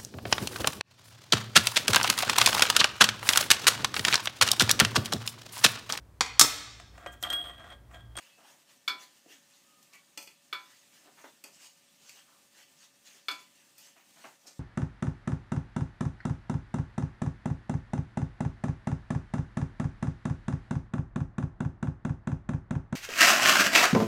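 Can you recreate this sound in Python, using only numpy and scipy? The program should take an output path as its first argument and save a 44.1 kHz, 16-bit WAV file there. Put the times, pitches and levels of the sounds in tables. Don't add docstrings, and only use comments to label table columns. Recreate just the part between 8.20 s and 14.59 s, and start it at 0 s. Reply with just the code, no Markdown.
import sys
import numpy as np
from scipy import signal
from scipy.fft import rfft, irfft, next_fast_len
from scipy.io import wavfile
from scipy.ndimage import uniform_filter1d

SR = 44100
rng = np.random.default_rng(int(sys.argv[2]) if len(sys.argv) > 2 else 0)


def pcm_store(signal):
    levels = np.round(np.clip(np.atleast_2d(signal), -1, 1) * 32767)
    wavfile.write(sys.argv[1], SR, levels.astype(np.int16).T)


N = 281954
BAND_EDGE_HZ = 15580

# fastest moment in seconds, rise and fall times in seconds,
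# relative level in dB, weight of wet crunch over dry rustle in dB.
STROKES = [(0.02, 0.034, 0.087, -65.5, 6.5), (0.285, 0.055, .05, -65, 5.5), (0.51, 0.04, .04, -68, 4.5),
           (0.825, 0.034, 0.023, -56.5, 3), (0.98, 0.13, 0.08, -70.5, 1), (1.13, 0.042, 0.047, -60, 2.5),
           (1.34, 0.071, 0.07, -67.5, 1), (1.635, 0.02, 0.038, -76, 4), (1.752, 0.027, 0.015, -64, 7.5),
           (2.52, 0.18, 0.11, -66.5, 3.5), (2.79, 0.081, 0.087, -69, 4.5),
           (3.045, 0.079, 0.054, -64.5, 4.5), (3.35, .02, 0.024, -59.5, -20),
           (3.462, 0.077, 0.026, -55.5, -2), (3.66, 0.16, 0.071, -75.5, -2), (3.9, 0.1, 0.087, -60.5, -1),
           (3.975, 0.029, 0.051, -65.5, 6.5), (4.41, 0.065, .035, -60, 0), (4.63, 0.049, 0.036, -61, -3),
           (4.875, 0.026, 0.015, -59, -3), (4.95, 0.096, 0.063, -62.5, 1), (5.21, 0.036, 0.014, -63.5, 4.5),
           (5.39, 0.067, 0.11, -70, -1), (5.65, 0.07, 0.062, -59, -1.5), (5.78, 0.027, 0.063, -78, 13.5),
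           (6.045, 0.079, 0.078, -64, 2.5), (6.28, 0.013, 0.02, -52, -12)]
# frequency in Hz, relative density in dB.
RUSTLE_SPECTRUM = [(1500, -16), (3000, -1.5), (4500, 5.5), (6500, 10.5), (8300, 3.5), (10200, -5),
                   (12000, -15), (15500, -38)]
CRUNCH_SPECTRUM = [(150, -29), (400, -9), (1300, -6.5), (1850, -1.5), (2200, -6), (2900, 0.5), (3800, -7),
                   (6000, -15)]

# start in seconds, level in dB, tilt in dB per octave,
# cutoff of the soft contact in Hz.
KNOCKS = [(0.6776, -25.5, 0.5, 5560), (2.3270, -30.5, -0.5, 3750), (5.0833, -28.5, .5, 4860)]
# frequency in Hz, relative level in dB, 60 dB decay in seconds.
PAN_MODES = [(565, -29, .33), (797, -28, .3), (1008, -15.5, .39), (1190, -19, .28), (1290, -13, .25),
             (1321, -13, .22), (1357, -9.5, .23), (1381, -12, .15), (1455, -13, .16), (1497, -16, .18),
             (1645, -19, .18), (1749, -19, .2), (2219, -15, .14), (2254, -3.5, .19), (2283, -13, .18),
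             (2377, -11, .24), (2865, -23, .25), (3323, -15, .2), (3425, -9, .13), (3463, -1.5, .23),
             (3493, -7, .15), (4092, -18, .18), (4396, -11, .15), (4422, -8, .19), (4451, -12, .16),
             (5150, -16, .2)]
# frequency in Hz, relative density in dB.
CLANK_SPECTRUM = [(90, -27), (240, -21.5), (400, -2.5), (500, -19.5), (900, -6.5), (1400, 3.5), (1900, -1),
                  (3000, -2.5), (4500, 3.5), (6000, -4), (8200, -4.5), (10000, -8.5), (12000, 0.5),
                  (15500, -10)]

# start in seconds, level in dB, tilt in dB per octave,
# relative levels of snap and ring in dB.
CLICKS = [(1.6284, -58, 4, 1, -26), (1.7337, -58, -2, 7, -34), (1.9749, -39, -0.5, 5, -9.5),
          (2.026, -43, 5, -10, -21), (2.0742, -49.5, -4.5, 2.5, -14), (3.2397, -43.5, .5, 3, -30),
          (3.8937, -50, 0, 4.5, -33), (4.873, -52, -1.5, -8, -12), (5.1127, -39, -1, -4, -35),
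          (5.5806, -45, 9.5, -15, -22), (6.271, -50, 2.5, -10, -39)]
# frequency in Hz, relative density in dB.
CLICK_SPECTRUM = [(100, -15), (300, -9), (650, -11.5), (1100, -6), (1700, -1), (2600, 17), (3900, -5),
                  (4600, 16), (5500, 6.5), (6500, 10), (8400, 7.5), (10200, -3.5), (12000, 5),
                  (15500, -7.5)]
# frequency in Hz, relative level in dB, 60 dB decay in seconds.
RIM_MODES = [(560, -14, .5), (871, -9, 0.22), (1334, -6.5, 0.14), (2460, 1, 0.14), (2520, -7, .14),
             (2530, -10, .12), (3410, 6, 0.08), (4300, 5, 0.08), (4710, -6, 0.13), (5000, -13, 0.12),
             (6025, -4, 0.2), (8600, -1, 0.09), (11850, -12, 0.16), (14320, -8, .15)]

# start in seconds, level in dB,
# rise in seconds, 60 dB decay in seconds, tilt in dB per octave.
SCUFFS_AND_THUDS = [(0.17, -62, 0.021, 1, -1.5), (0.684, -57, 0.018, 0.54, -10),
                    (1.05, -62.5, 0.0088, 0.24, -10), (1.976, -55, 0.0043, 0.21, -2.5),
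                    (2.83, -58.5, 0.059, 0.092, -3.5), (2.968, -57.5, 0.014, 0.27, 4),
                    (3.037, -46.5, 0.0083, 0.11, -1.5), (3.240, -56.5, 0.0014, 0.25, -3.5),
                    (5.088, -54.5, 0.03, 0.17, -4), (5.757, -60, 0.0082, 0.19, -1),
                    (5.960, -58, 0.0066, 0.24, 3), (6.039, -43, 0.0032, 0.16, -0.5),
                    (6.23, -61.5, 0.055, 0.2, -4.5)]
# frequency in Hz, relative density in dB.
DULL_SPECTRUM = [(90, -34), (190, -13), (290, 4.5), (400, 0), (500, -0.5), (600, 7.5), (800, 4.5),
                 (1200, 2.5), (1800, 2.5), (2600, -6), (4000, -18), (8000, -29), (15000, -70)]
# start and length in seconds,
# first and last pitch in Hz, level in dB, rms jitter as a fraction of the pitch.
SQUEAKS_AND_RING = [(0.05, 0.18, 2590, 2640, -70, .02), (0.19, 0.12, 692, 885, -67.5, 0.11),
                    (1.045, 0.08, 555, 354, -71, 0.14), (1.07, 0.14, 330, 245, -73.5, 0.066),
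                    (1.44, 0.237, 1271, 1214, -73.5, 0.018), (1.69, 0.14, 1160, 1110, -75, 0.025),
                    (1.725, 0.063, 2290, 2275, -62, 0.036), (4.04, 0.16, 1416, 1143, -72, 0.16)]

# frequency in Hz, relative density in dB.
STOVE_SPECTRUM = [(25, -17), (65, -22.5), (100, -8.5), (150, 0.5), (260, 3), (450, -8), (800, -4.5),
                  (1400, -9.5), (2700, -6), (4500, -6.5), (6500, -8.5), (8500, -5), (10200, -12),
                  (15500, -12.5)]
# mean frequency in Hz, level in dB.
HUM_TONES = [(565, -81), (1195, -87), (1787, -84), (2622, -85)]


def shreds(rustle_db=-1, crunch_db=-2, clump_db=0.8, idle_rustle_db=-74, idle_crunch_db=-75.5):
    t = np.arange(N) / SR
    power = amp([[idle_rustle_db], [idle_crunch_db]]) ** 2
    for peak_s, rise, fall, db, wet_db in STROKES:
        motion = stroke(t - peak_s, rise, fall)
        power = power + (amp([[db], [db + wet_db]]) * motion) ** 2
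    dry_level, wet_level = np.sqrt(power) * amp(clump_db * drift(N, rate_hz=15))
    rustle = colour(dry_level * grains(N, per_s=7700, spread_db=3), RUSTLE_SPECTRUM)
    crunch = colour(wet_level * grains(N, per_s=5000, spread_db=0.4), CRUNCH_SPECTRUM)
    return amp(rustle_db) * rustle + amp(crunch_db) * crunch


def stroke(t, rise, fall, settle_db=-11, settle_t60=0.91):
    push = np.exp(-(t / np.where(t < 0, rise, fall)) ** 2)
    settling = amp(settle_db) * fade(np.abs(t), settle_t60) * (t > 0)
    return np.maximum(push, settling)


def clumps(x, depth_db=3.0):
    frames = dict(nperseg=512, noverlap=384)
    spectra = signal.stft(x, **frames)[2]
    patches = uniform_filter1d(rng.standard_normal(spectra.shape), size=8, axis=0)
    patches = uniform_filter1d(patches, size=12, axis=1)
    return signal.istft(spectra * amp(depth_db * unit_rms(patches)), **frames)[1][:N]


def knock(steel, db, tilt, cutoff_hz, clank_db=-4, clank_t60=0.088, sheen_db=-13, contact_s=0.0019):
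    def force_db(hz, floor_db=-19):
        low_pass = 1 / (1 + (hz / cutoff_hz) ** 6)
        return tilt * np.log2(hz / 2500) + 10 * np.log10(low_pass + amp(floor_db) ** 2)
    t = np.arange(len(steel)) / SR
    tone = ring([(hz, level + force_db(hz), t60) for hz, level, t60 in PAN_MODES], t)
    burst = fade(t, clank_t60) * rng.standard_normal(len(t))
    clank = colour(burst, [(hz, level + force_db(hz)) for hz, level in CLANK_SPECTRUM])
    sheen = colour(steel, [(hz, level + force_db(hz, floor_db=-11)) for hz, level in CLANK_SPECTRUM])
    onset = np.minimum(t / contact_s, 1)
    return amp(db) * (tone + amp(clank_db) * clank + amp(sheen_db) * sheen) * onset


def click(steel, db, tilt, snap_db, ring_db,
          snap_t60=0.029, shimmer_db=-12, rattle_db=-13, rattle_t60=0.25):
    t = np.arange(len(steel)) / SR
    envelope = amp(snap_db) * fade(t, snap_t60) + amp(rattle_db) * fade(t, rattle_t60)
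    strike = envelope * rng.standard_normal(len(t))
    tap = colour(strike + amp(shimmer_db) * steel, CLICK_SPECTRUM, tilt)
    return amp(db) * (tap + amp(ring_db) * ring(RIM_MODES, t))


def ring(modes, t):
    return sum(amp(db) * fade(t, t60) * np.sin(2 * np.pi * hz * t) for hz, db, t60 in modes)


def shimmer(t60_at_2khz=0.3, count=420, damping_exponent=0.28):
    t = np.arange(SR // 3) / SR
    offset, size, phase = rng.random((3, count, 1))
    hz = 100 + (np.arange(count)[:, None] + offset) * BAND_EDGE_HZ / count
    t60 = t60_at_2khz * (hz / 2000) ** -damping_exponent
    modes = size * fade(t, t60) * np.sin(2 * np.pi * (hz * t + phase))
    return modes.sum(axis=0) / np.sqrt(count / 6)


def scuff_or_thud(db, rise, t60, tilt):
    t = np.arange(SR // 2) / SR
    envelope = np.minimum(t / rise, 1) * fade(np.maximum(t - rise, 0), t60)
    impulses = grains(len(t), per_s=5800, spread_db=3.7)
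    return amp(db) * colour(envelope * impulses, DULL_SPECTRUM, tilt)


def squeak_or_ring(length, first_hz, last_hz, db, jitter, roughness=0.4):
    n = int(length * SR)
    hz = np.geomspace(first_hz, last_hz, n) * (1 + jitter * drift(n, rate_hz=480))
    envelope = np.sqrt(np.hanning(n)) * (1 + roughness * drift(n, rate_hz=36))
    return amp(db) * unit_rms(envelope * sine(hz))


def kitchen(x, early_db=-7, early_end_s=0.042, late_db=-13, late_t60=0.43):
    t = np.arange(SR // 2) / SR
    early = grains(len(t), per_s=1600, spread_db=1.0) * (t > 0.004) * (t < early_end_s)
    late = rng.standard_normal(len(t)) * fade(t, late_t60) * (t > 0.02)
    echoes = amp(early_db) * early / np.linalg.norm(early) + amp(late_db) * late / np.linalg.norm(late)
    return signal.oaconvolve(x, echoes)[:N]


def stove(db=-66.5, waver_db=1.5):
    hiss = colour(grains(N, per_s=9900, spread_db=-1.0), STOVE_SPECTRUM)
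    return hiss * amp(db + waver_db * drift(N, rate_hz=7.3))


def hum(wander_hz=4):
    return sum(amp(db) * unit_rms(sine(hz + wander_hz * drift(N, rate_hz=14.4))) for hz, db in HUM_TONES)


def grains(n, per_s, spread_db):
    size = amp(spread_db * np.minimum(rng.exponential(1, n), 4))
    return unit_rms(size * rng.choice([-1, 1], n) * (rng.random(n) < per_s / SR))


def drift(n, rate_hz):
    size = next_fast_len(max(n, SR // 4))
    hz = np.fft.rfftfreq(size, 1 / SR)
    spectrum = rfft(rng.standard_normal(size)) / (1 + (hz / rate_hz) ** 2)
    return unit_rms(irfft(spectrum, size))[:n]


def colour(x, spectrum, tilt=0, size=4096):
    octave = np.log2(np.abs(np.fft.fftfreq(size, 1 / SR)) + 1)
    hz, db = np.transpose(spectrum)
    gain_db = np.interp(octave, np.log2(hz), db) + tilt * np.maximum(octave, np.log2(hz[1]))
    response = np.exp(np.conj(signal.hilbert(np.log(amp(gain_db)))))
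    taps = np.fft.ifft(response).real[:size // 2]
    return signal.oaconvolve(x, taps / np.linalg.norm(taps))[:len(x)]


def sine(hz):
    return np.sin(2 * np.pi * np.cumsum(hz) / SR)


def fade(t, t60):
    return np.exp(-np.log(1000) * t / t60)


def amp(db):
    return 10 ** (np.asarray(db) / 20)


def unit_rms(x):
    return x / np.sqrt(np.mean(x ** 2) + 1e-20)


def add(mix, start_s, sound):
    part = mix[max(round(start_s * SR), 0):][:len(sound)]
    part += sound[:len(part)]


def scene(knock_room_db=-8, radiation_cutoff_hz=130):
    stirring = clumps(shreds())
    steel = shimmer()
    knocks = np.zeros(N)
    for start_s, *row in SCUFFS_AND_THUDS:
        add(stirring, start_s, scuff_or_thud(*row))
    for start_s, *row in SQUEAKS_AND_RING:
        add(stirring, start_s, squeak_or_ring(*row))
    for start_s, *row in CLICKS:
        add(stirring, start_s, click(steel, *row))
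    for start_s, *row in KNOCKS:
        add(knocks, start_s, knock(steel, *row))
    echoes = kitchen(stirring + amp(knock_room_db) * knocks)
    bass_cut = signal.butter(2, radiation_cutoff_hz, "high", fs=SR, output="sos")
    heard = signal.sosfilt(bass_cut, stirring + knocks + echoes)
    return (heard + stove() + hum())[None]


def record(dry):
    taps = signal.firwin(511, BAND_EDGE_HZ, window=("kaiser", 9), fs=SR)
    return signal.oaconvolve(dry, taps[None], "same")


dry = scene()
out = record(dry)
pcm_store(out)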